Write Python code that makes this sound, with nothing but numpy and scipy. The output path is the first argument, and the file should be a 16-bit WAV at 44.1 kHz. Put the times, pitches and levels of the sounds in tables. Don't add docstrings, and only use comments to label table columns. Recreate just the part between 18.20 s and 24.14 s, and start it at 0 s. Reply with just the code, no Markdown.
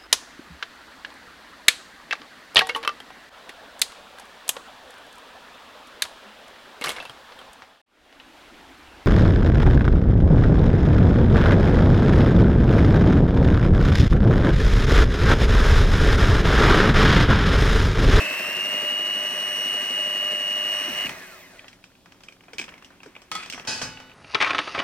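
import sys
import numpy as np
from scipy import signal
from scipy.fft import rfft, irfft, next_fast_len
from scipy.io import wavfile

SR = 44100
rng = np.random.default_rng(int(sys.argv[2]) if len(sys.argv) > 2 else 0)


def dump(signal):
    limited = np.clip(np.atleast_2d(signal).T, -1, 1)
    pcm = np.round(limited * 32767).astype(np.int16)
    wavfile.write(sys.argv[1], SR, pcm)


N = 261954
TIME = np.arange(N) / SR
OFF_S, MAINS_HZ = 2.87, 50
TOP_SPEED, BAR_COUNT = 242.5, 12

# (time [s], loss [turns/s])
CREAM_DRAG = [(0, .1), (1.1, .4), (1.8, 1.9), (2.5, 2.5), (2.86, 1.6)]
# (time [s], level [dB])
LOAD = [(0.0, -28.5), (0.01, -30.5), (0.48, -36), (0.51, -33.5), (0.77, -37.5), (1.6, -36.5), (2.27, -38),
        (2.86, -34.5)]
# (time [s], level [dB])
WHINE_LEVEL = [(0.0, -32), (0.17, -35.5), (0.4, -31), (0.64, -32.5), (0.68, -30), (2.55, -29.5),
               (2.76, -36.5), (2.79, -31), (2.86, -32.5)]
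# (time [s], level of tones 2 to 4 [dB], level of tone 5 [dB])
WHINE_OVERTONE_LEVELS = [(0.0, -53, -52), (0.25, -44, -53), (0.79, -46.5, -59), (1.26, -42, -66),
                         (1.42, -40.5, -56), (2.17, -48.5, -62), (2.5, -45, -55), (2.6, -39.5, -58),
                         (2.86, -49.5, -50)]
# (level [dB], left minus right [dB], left side's lead [rad], mains throb [0-1])
WHINE_TONES = [(3, .5, 1.12, 0.55), (-4.5, -4.5, 1.38, 0.52), (-10.5, -6.5, 0.61, 0.16), (-17, -2, .2, 0.1),
               (1.5, 0, 1.5, 0.1)]
# (multiple of motor speed [x], level [dB])
ROTOR_TONES = [(1, -59.5), (3, -56), (5, -64), (7, -57), (8, -49.5), (11, -49), (13, -53), (17, -58.5)]
BRUSH_TONES = [(51, -65), (53, -66), (54, -67), (57, -67), (61, -67)]
# (multiple of the mains [x], level [dB])
COIL_TONES = [(6, -64.5), (10, -62), (12, -45), (24, -55.5)]
# (frequency [Hz], level [dB])
RASP_COLOUR = [(2500, -35), (2780, 0.5), (2930, -0.5), (3030, -4), (3250, -36.5)]
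SLIDE_COLOUR = [(600, -56), (1500, -42), (2000, -41), (2400, -53), (3800, -49), (7000, -56), (8300, -51),
                (9500, -62), (12500, -55), (14000, -53), (16000, -60)]
GEAR_COLOUR = [(500, -25), (900, -8.5), (1200, -4.5), (1380, -9), (1600, -3), (1950, -0.5), (2180, -1),
               (2330, -9.5), (2500, 2), (2720, -10), (2930, -7), (3150, -10.5), (3700, -22), (6000, -31.5)]
# (frequency [Hz], level [dB])
CHURN_COLOUR = [(30, -34), (70, -23), (130, -12), (180, -11), (250, 3.5), (330, 0.5), (450, 2), (560, 6),
                (640, 11.5), (760, -0.5), (1000, -4.5), (1600, -17.5)]
SPRAY_COLOUR = [(2000, -45), (3300, 1), (4200, 6), (5000, 2), (5800, 3.5), (7200, -2), (8500, 0),
                (10500, -6.5), (12000, -21), (14500, -31), (16000, -48)]
SLAP_COLOUR = [(60, -32), (220, 2), (380, 0), (620, -5), (3000, -60)]
# (time [s], level [dB])
SLAP_LEVEL = [(0, -31), (.3, -36), (.6, -30), (.85, -38), (1.45, -34), (1.8, -38), (2.1, -35), (2.6, -47)]
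# (time [s], clack [dB], thud [dB], wires [dB], shafts [dB])
KNOCK_HITS = [(2.893, -18, -30.5, -41.5, -26), (3.3925, -29.5, -58, -74, -37), (3.443, -36, -44, -71, -54),
              (3.4815, -30, -62, -50.5, -42), (3.529, -39, -58, -57, -41.5), (3.64, -33.5, -49, -53, -53),
              (3.752, -42.5, -57, -74, -56), (3.858, -43, -45, -61, -57), (3.921, -38, -49, -59, -56),
              (4.006, -45, -48.5, -61, -51), (4.035, -39, -47.5, -50.5, -43),
              (4.0846, -32.5, -47, -56, -30.5), (4.123, -44, -58, -57, -40), (4.207, -40, -55, -72, -50),
              (4.237, -44, -51, -66, -50), (4.2825, -44, -42.5, -74, -42), (4.3328, -31, -41.5, -47.5, -31),
              (4.383, -21, -41.5, -36.5, -21.5), (4.3918, -21, -50, -43, -21),
              (4.3961, -31, -40, -38.5, -20.5), (4.414, -35, -40.5, -41.5, -23.5),
              (4.426, -28, -50, -60, -30), (4.440, -27, -55, -48, -31.5), (4.480, -35, -38, -57, -36.5),
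              (4.4898, -28, -47, -54, -34.5), (4.5218, -40, -44, -66, -47), (4.539, -36, -47.5, -60, -38),
              (4.579, -42, -56, -60, -42), (4.6232, -43, -42.5, -59, -43), (4.646, -45, -67, -51.5, -38),
              (4.704, -54, -42.5, -65, -61), (4.803, -48, -50.5, -74, -38.5),
              (4.8318, -38, -42.5, -52, -34.5), (4.861, -47, -44, -55.5, -50), (4.9522, -31, -51, -64, -38),
              (4.9637, -32, -43.5, -63, -33.5), (5.018, -46, -46.5, -54, -48),
              (5.1154, -19, -29, -32.5, -32), (5.1515, -35, -32.5, -34.5, -32),
              (5.2597, -35, -38.5, -46.5, -45), (5.299, -22.5, -48, -36.5, -36),
              (5.3244, -23.5, -44, -39, -37), (5.3338, -21, -45, -45, -36), (5.345, -30, -36, -47, -31.5),
              (5.3775, -32, -35, -62, -40), (5.3966, -28, -35, -48, -28.5), (5.4493, -32, -36, -50, -40),
              (5.6152, -21, -27.5, -41, -49), (5.7723, -31, -45, -68, -35.5), (5.801, -35, -38, -52.5, -45),
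              (5.896, -37, -46, -68, -44), (5.915, -39, -48, -71, -41)]
# (time [s], clack [dB], thud [dB], shimmer [dB], ring time [s])
STEEL_HITS = [(5.473, -33.5, -34.5, -31.5, 0.62), (5.616, -43, -33, -31.5, 0.22)]
# (time [s], level [dB])
GLASS_TAPS = [(5.116, -34.5), (5.153, -32), (5.326, -55), (5.380, -49)]
# (start [s], length [s], level [dB], squeal pitch [Hz], squeal level [dB])
GLASS_SCRAPES = [(2.733, 0.16, -52, 2070, -39.5), (5.105, 0.2, -36, 2490, -45),
                 (5.298, 0.14, -51, 5700, -51)]
# (frequency [Hz], level [dB])
CLACK_COLOUR = [(500, -16), (1000, -43), (1500, -6.5), (1950, -10), (2400, 1), (2800, -4), (3300, -5),
                (4000, -22), (6000, -42)]
THUD_COLOUR = [(40, -34), (110, -48), (200, -2.5), (400, -3.5), (700, 2), (1100, 0), (1800, -1),
               (4000, -61)]
TICK_COLOUR = [(2500, -37), (4200, 8), (7000, -1), (10000, -14), (16000, -13)]
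WIRE_COLOUR = [(3000, 7.5), (4200, -4), (5500, 6), (6800, -3.5), (8300, -3.5), (10000, -14), (13000, -24)]
SHIMMER_COLOUR = [(2500, -18), (4200, 2.5), (5500, 5.5), (6800, 2.5), (8300, -4.5), (10000, -11),
                  (13000, -28), (16000, -25)]
SCRAPE_COLOUR = [(500, -15), (1200, 3), (3000, 1), (9000, -10), (16000, -40)]
# (pitch [Hz], level [dB], ring time [s])
SHAFT_NOTES = [(1650, -17, .04), (2310, -1, .026), (2520, 0, .026), (2412, -16, .12), (2850, -10, .02),
               (3133, -15, .06)]
GLASS_NOTES = [(820, -14, 0.052), (1275, 2, 0.2), (1320, -6, 0.19), (1975, -4, 0.19), (2186, -3, 0.14),
               (2880, -5, .06), (3330, -1, 0.11), (3450, -3, .1), (4200, -7, 0.18), (4530, -7, .18),
               (4690, -6, 0.2), (7040, -11, .09), (8160, -9, 0.17), (8330, -11, .12)]
STEEL_NOTES = [(118.4, -16, 1.6), (165, -15, 0.66), (226, -13, 0.85), (258.4, -15, 1.8), (511.4, -16, 1.8),
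               (874, -10, 1.0), (1483, -11.5, 1.6), (1544, -6, 0.5), (1667, -3, 0.42), (1935, -10, 0.9),
               (1981, -20, 1.8), (2239, -14, 1.5), (2506, 0, .42), (2616, -8, 0.7), (2950, -10, 1.4),
               (3211, -7, 0.5), (3451, -13, 1.8), (3644, -20, 1.6), (3817, -21, 1.6), (3897, -6, 0.4),
               (3973, -25, 1.8), (4129, -15, 1.7), (4285, -26, 1.6), (5383, -26, 1.2), (5857, -23, 1.1),
               (6374, -25, 1.1), (4441, -24, 1.7), (4531, -1, 0.42), (4608, -22, 1.7), (4786, -12, 0.85),
               (4974, -24, 1.6), (5091, 0, .42), (5219, -11, .55), (5784, -10, .4), (6110, -24, 1.0),
               (6971, -11, 0.35)]
LOW_BOWL_NOTES = [(183, -60, 1.6), (367.7, -56.5, 2.8)]
# (time [s], level [dB], starting pitch [Hz])
CREAM_DROPS = [(2.68, -33, 384), (2.735, -46, 262), (2.846, -36.5, 280), (2.879, -39.5, 266),
               (4.331, -44.5, 554), (4.396, -41.5, 407), (4.438, -49, 293), (4.859, -41, 527.5),
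               (5.336, -43, 364)]
# (frequency [Hz], level [dB])
RUMBLE_COLOUR = [(25, -20), (60, -2.5), (110, -14), (170, 0), (300, -3.5), (600, -6.5), (1200, -5),
                 (2500, -5), (5000, -32)]
BOOM_COLOUR = [(25, -5), (60, 0), (110, 6), (170, 2), (300, -8), (600, -24), (1200, -3), (3000, -38)]
AIR_COLOUR = [(15, -41), (25, -1), (140, -8), (179, 4), (228, -5.5), (268, 4.5), (324, -7), (541, -9.5),
              (927, -12.5), (1510, -19), (2140, -22), (3040, -14.5), (4430, -17), (15700, -29.5)]
# (pitch [Hz], level [dB])
APPLIANCE_TONES = [(113, -70.5), (183, -73.5), (275, -79), (367, -69.5), (546, -74.5)]
# (frequency [Hz], share of the whole [dB])
SCATTER_SHARE = [(60, -15), (130, -9), (500, -9), (1000, -5.5), (2200, -5), (4000, -2), (8000, -1),
                 (16000, -1.5)]


def mixer():
    speed = motor_speed()
    angle = 2 * np.pi * np.cumsum(speed) / SR
    mains = 2 * np.pi * MAINS_HZ * TIME
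    powered = np.clip((OFF_S - TIME) / .005 + 1, 0, 1)
    beater_angle = angle / 20
    surge_db = 1.9 * np.sin(beater_angle) + 1.3 * np.sin(2 * beater_angle) + .5 * drift(40)
    throb_db = .21 * powered * np.cos(2 * mains)
    slaps = cream_slaps(beater_angle, powered)
    churn = cream_churn(speed, surge_db)
    gears = gear_rattle(speed, .022 * surge_db + throb_db)
    spray = cream_spray(speed, .5 * surge_db + throb_db)
    rasp = brush_rasp(speed)
    whine = motor_whine(angle, mains)
    hum = motor_hum(angle, mains)
    slide = sliding_brushes(angle, speed)
    return slaps + churn + gears + spray + powered * (whine + rasp + stereo(hum)) + stereo(slide)


def motor_speed(low_speed=220.5, step_s=.11, settle_s=.29, coast_speed=190, coast_s=1.29):
    settling = np.exp(-np.maximum(TIME - step_s, 0) / settle_s)
    driven = TOP_SPEED - (TOP_SPEED - low_speed) * settling - curves(CREAM_DRAG)[0]
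    brake = 170.5 * coast_s
    air_drag = np.exp(-np.maximum(TIME - OFF_S, 0) / coast_s)
    coasting = np.maximum((coast_speed + brake) * air_drag - brake, 1)
    return np.where(TIME < OFF_S, driven, coasting)


def motor_whine(angle, mains):
    bars = BAR_COUNT * angle + .035 * drift(45.2)
    bars += .2 * drift(24)
    tug = .16 * np.sin(2 * mains)
    lowest_db, = curves(WHINE_LEVEL)
    middle_db, top_db = curves(WHINE_OVERTONE_LEVELS)
    levels = [lowest_db, middle_db, middle_db, middle_db, top_db]
    out, sides = np.zeros((2, N)), np.array([[.5], [-.5]])
    for k, (level_db, (db, pan_db, lead, throb)) in enumerate(zip(levels, WHINE_TONES), start=1):
        waver_db = .8 * np.sqrt(k) * drift(14)
        gain = from_db(level_db + db + pan_db * sides + waver_db)
        out += gain * (1 + throb * np.cos(2 * mains)) * sine(k * bars - tug + lead * sides)
    return out


def motor_hum(angle, mains):
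    parts = [(angle, ROTOR_TONES, .16), (angle, BRUSH_TONES, .25), (mains, COIL_TONES, .36)]
    out = np.zeros(N)
    for phase, tones, flutter in parts:
        for multiple, db in tones:
            gain = from_db(db) * (1 + flutter * drift(25.57))
            out += gain * sine(multiple * phase + flutter * drift(25.37) + rng.uniform(0, 2 * np.pi))
    return out


def brush_rasp(speed):
    db = -39 + effort_db(speed, load_share=1, slowing_db=9, release_db=4)
    return from_db(db) * noise(RASP_COLOUR)


def sliding_brushes(angle, speed):
    coasting, out = (TIME > OFF_S) & (speed > 1), np.zeros(N)
    for k in range(1, 16):
        blur = .62 * np.sqrt(k) * drift(450)[coasting]
        flutter = from_db(3.5 * drift(28)[coasting] - 2)
        gain = gain_at(SLIDE_COLOUR, k * BAR_COUNT * speed[coasting])
        out[coasting] += flutter * gain * sine(k * BAR_COUNT * angle[coasting] + blur)
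    return .9 * (speed / TOP_SPEED) ** 1.3 * out


def gear_rattle(speed, swing_db):
    db = -35.5 + effort_db(speed, load_share=1, slowing_db=9, release_db=4) + swing_db
    return from_db(db) * coloured(clicks(per_s=4000, spread_db=2), GEAR_COLOUR)


def cream_churn(speed, swing_db):
    db = -44.5 + effort_db(speed, load_share=.73, slowing_db=5.5, release_db=4.5) + swing_db
    return from_db(db) * coloured(clicks(per_s=1200, spread_db=0), CHURN_COLOUR)


def cream_spray(speed, swing_db):
    db = -44 + effort_db(speed, load_share=.77, slowing_db=7.5, release_db=3.5) + swing_db
    return from_db(db) * coloured(clicks(per_s=9000, spread_db=7.5), SPRAY_COLOUR)


def cream_slaps(beater_angle, powered):
    turn_count = np.floor(beater_angle / (2 * np.pi) - .17)
    at = np.flatnonzero(np.diff(turn_count) * powered[1:])
    db = curves(SLAP_LEVEL)[0][at] + rng.normal(-2.5, 1.2, len(at))
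    return fading(TIME[at], db, ring_s=.12, rise_s=.004) * noise(SLAP_COLOUR)


def effort_db(speed, load_share, slowing_db, release_db):
    load_db, = curves(LOAD)
    extra_load_db = load_db - load_db[TIME < OFF_S].mean()
    released = np.clip((TIME - OFF_S) / .11, 0, 1)
    return load_share * extra_load_db + slowing_db * np.log2(speed / TOP_SPEED) - release_db * released


def knocks():
    times, clack_db, thud_db, wire_db, shaft_db = np.transpose(KNOCK_HITS)
    clack = noise(CLACK_COLOUR) * fading(times, clack_db - 4.5, ring_s=.024, rise_s=.00073)
    thud = noise(THUD_COLOUR) * fading(times, thud_db - .5, ring_s=.05, rise_s=.00054)
    tick = noise(TICK_COLOUR) * fading(times, wire_db + 5, ring_s=.024, rise_s=.0001)
    return clack + thud + tick + wire_zing(times, wire_db + .5) + stereo(shafts(times, shaft_db - 3.5))


def wire_zing(times, levels_db, count=120, ring_s=.15):
    hz = np.linspace(WIRE_COLOUR[0][0], WIRE_COLOUR[-1][0], count) + 30 * rng.standard_normal(count)
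    gain, age = gain_at(WIRE_COLOUR, hz), TIME[:SR // 4]
    notes = gain[:, None] / np.linalg.norm(gain) * np.exp(2j * np.pi * hz[:, None] * age)
    notes *= decay(age, ring_s)
    out = np.zeros((2, N))
    for s, db in zip(times, levels_db):
        real, imaginary = rng.standard_normal((2, 2, count))
        add_at(out, s, from_db(db) * ((real + 1j * imaginary) @ notes).real)
    return out


def shafts(times, levels_db):
    hz, db, ring_s = np.transpose(SHAFT_NOTES)[:, :, None]
    age, out = TIME[:SR // 6], np.zeros(N)
    signs = (-1) ** np.arange(len(SHAFT_NOTES))[:, None]
    looseness = (levels_db.max() - levels_db) / np.ptp(levels_db)
    detunes = np.exp(.2 * looseness * rng.standard_normal(len(times)))
    for s, hit_db, detune in zip(times, levels_db, detunes):
        notes = signs * from_db(hit_db + db) * decay(age, ring_s) * np.sin(2 * np.pi * hz * detune * age)
        add_at(out, s, notes.sum(axis=0))
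    return out


def rim_buzz():
    times, clack_db, thud_db, shimmer_db, ring_s = np.transpose(STEEL_HITS)
    clack = noise(CLACK_COLOUR) * fading(times, clack_db - 4, ring_s, rise_s=.002)
    thud = noise(THUD_COLOUR) * fading(times, thud_db - .5, ring_s, rise_s=.002)
    shimmer = noise(SHIMMER_COLOUR) * fading(times, shimmer_db + 3, ring_s, rise_s=.002)
    chatter = rng.standard_normal((2, N))
    notes = sum(from_db(db) * unit_level(resonance(chatter, hz, width_hz=18))
                for hz, db, _ in STEEL_NOTES if db >= -6)
    return clack + thud + shimmer + unit_level(notes) * fading(times, shimmer_db + 2, ring_s, rise_s=.025)


def steel_bowl():
    return np.array([ring(STEEL_HITS, STEEL_NOTES, uneven_db=1.5) for side in range(2)])


def glass_bowl():
    return from_db(-1.5) * stereo(ring(GLASS_TAPS, GLASS_NOTES, uneven_db=2))


def glass_scrape():
    grip = from_db(2.5 * drift(90)) * coloured(clicks(per_s=2200, spread_db=-6), SCRAPE_COLOUR)
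    slips, squeal = np.zeros((2, 2, N))
    for start, length, db, hz, squeal_db in GLASS_SCRAPES:
        stroke = np.sin(np.pi * np.clip((TIME - start) / length, 0, 1))
        slips += from_db(db) * stroke * grip
        squeal += from_db(squeal_db) * stroke * unit_level(resonance(grip, hz, width_hz=.04 * hz))
    glass = sum(from_db(db) * resonance(slips, hz, width_hz=hz / 70) for hz, db, _ in GLASS_NOTES)
    return from_db(-7) * slips + glass + squeal


def cream_plops(sink_s=.0166):
    out, ragged = np.zeros(N), .75 * drift(280)
    for s, db, start_hz in CREAM_DROPS:
        hz = start_hz * (.49 + .51 * np.exp(-np.maximum(TIME - s, 0) / sink_s))
        out += fading([s], [db], ring_s=.16, rise_s=.0017) * sine(2 * np.pi * np.cumsum(hz) / SR + ragged)
    return out


def cream_smacks(from_s=3.3, to_s=5.1, per_s=34, low_hz=900, high_hz=3400):
    out, span = np.zeros(N), to_s - from_s
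    age = TIME[:SR // 20]
    for when, size, pitch in rng.random((int(per_s * span), 3)):
        hz = low_hz * (high_hz / low_hz) ** np.sqrt(pitch)
        tick = decay(age, ring_s=11 / hz) * np.sin(2 * np.pi * hz * age)
        add_at(out, from_s + when * span, from_db(-51 + 7 * size ** 2) * tick)
    return out


def table_rumble():
    times, _, thud_db, *_ = np.transpose(KNOCK_HITS)
    rumble = noise(RUMBLE_COLOUR) * fading(times, thud_db - 11, ring_s=.6, rise_s=.0066)
    times, _, thud_db, *_ = np.transpose(STEEL_HITS)
    boom = noise(BOOM_COLOUR) * fading(times, thud_db - 9, ring_s=.75, rise_s=.014)
    return rumble + boom


def bowl_hum():
    since_off, out = np.maximum(TIME - OFF_S, 0), np.zeros(N)
    for hz, db, ring_s in LOW_BOWL_NOTES:
        wobble = drift(8) * np.exp(-4 * since_off)
        out += from_db(db) * decay(since_off, ring_s) * sine(2 * np.pi * hz * TIME + wobble)
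    return stereo(out)


def kitchen_echo(x, echo_db=-15, ring_s=.22):
    age = TIME[:SR // 2]
    echoes = rng.standard_normal((2, len(age))) * decay(age, ring_s) * (1 - np.exp(-age / .005))
    echoes /= np.sqrt(np.sum(echoes ** 2) / 2)
    return x + from_db(echo_db) * signal.fftconvolve(echoes, x, axes=1)[:, :N]


def background():
    air = from_db(-58) * noise(AIR_COLOUR)
    hiss = from_db(-82) * rng.standard_normal((2, N))
    hum = sum(from_db(db) * (1 + .15 * drift(3.45)) * sine(2 * np.pi * hz * TIME + .5 * drift(9.4))
              for hz, db in APPLIANCE_TONES)
    return air + hiss + hum


def ring(hits, notes, uneven_db):
    at = [round(hit[0] * SR) for hit in hits]
    hit_db, out = np.array(hits)[:, 1], np.zeros(N)
    for k, (hz, db, ring_s) in enumerate(notes):
        kicks = np.full(N, 1e-18)
        kicks[at] = from_db(hit_db + db + uneven_db * rng.standard_normal(len(at)))
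        kept, step = decay(1 / SR, ring_s), 2 * np.pi * hz / SR
        note = signal.lfilter([0, np.sin(step)], [1, -2 * kept * np.cos(step), kept ** 2], kicks)
        out += (-1) ** k * note
    return out


def fading(times, levels_db, ring_s, rise_s):
    power = np.zeros(N)
    for s, db, length in zip(times, levels_db, np.broadcast_to(ring_s, len(times))):
        age = TIME[:min(SR, int(2 * length * SR))]
        blow = from_db(db) * (1 - np.exp(-age / rise_s)) * decay(age, length)
        add_at(power, s, blow ** 2)
    return np.sqrt(power)


def coloured(streams, colour):
    size = next_fast_len(N)
    hz = np.fft.rfftfreq(size, 1 / SR)
    spectra = rfft(streams, size) * gain_at(colour, hz)
    share = gain_at(SCATTER_SHARE, hz)
    direct = irfft(spectra[0] * np.sqrt(1 - share ** 2), size)[:N]
    scattered = irfft(spectra[1:] * share, size)[:, :N]
    return unit_level(stereo(direct) + scattered)


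def noise(colour):
    return coloured(rng.standard_normal((3, N)), colour)


def clicks(per_s, spread_db):
    sizes = from_db(spread_db * np.minimum(rng.exponential(1, (3, N)), 4))
    return (rng.random((3, N)) < per_s / SR) * sizes * rng.choice([-1, 1], (3, N))


def stereo(x, lag_s=5.8e-5):
    size = next_fast_len(N + 64)
    delay = np.exp(-2j * np.pi * np.fft.rfftfreq(size, 1 / SR) * lag_s)
    return np.array([x, irfft(rfft(x, size) * delay, size)[:N]])


def resonance(x, hz, width_hz):
    return signal.lfilter(*signal.iirpeak(hz, hz / width_hz, fs=SR), x + 1e-18)


def drift(per_s):
    return unit_level(np.interp(TIME * per_s, np.arange(4000), rng.standard_normal(4000)))


def curves(table):
    times, *columns = np.transpose(table)
    return [np.interp(TIME, times, column) for column in columns]


def gain_at(colour, hz):
    known_hz, db = np.transpose(colour)
    return from_db(np.interp(np.log(hz + 1e-3), np.log(known_hz), db))


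def add_at(track, start_s, sound):
    start = round(start_s * SR)
    track[..., start:start + sound.shape[-1]] += sound[..., :N - start]


def decay(age, ring_s):
    return from_db(-60 * age / ring_s)


def sine(phase):
    return np.sqrt(2) * np.sin(phase)


def unit_level(x):
    return x / np.sqrt(np.mean(x ** 2) + 1e-20)


def from_db(db):
    return 10 ** (np.asarray(db) / 20)


def scene():
    running = mixer() + bowl_hum()
    handling = knocks() + rim_buzz() + glass_bowl() + glass_scrape() + steel_bowl()
    cream = stereo(cream_plops() + cream_smacks())
    return running + kitchen_echo(handling + cream) + table_rumble() + background()


def record(dry, cutoff_hz=15850):
    return signal.sosfilt(signal.ellip(12, .1, 80, cutoff_hz, fs=SR, output="sos"), dry)


dry = scene()
out = record(dry)
dump(out)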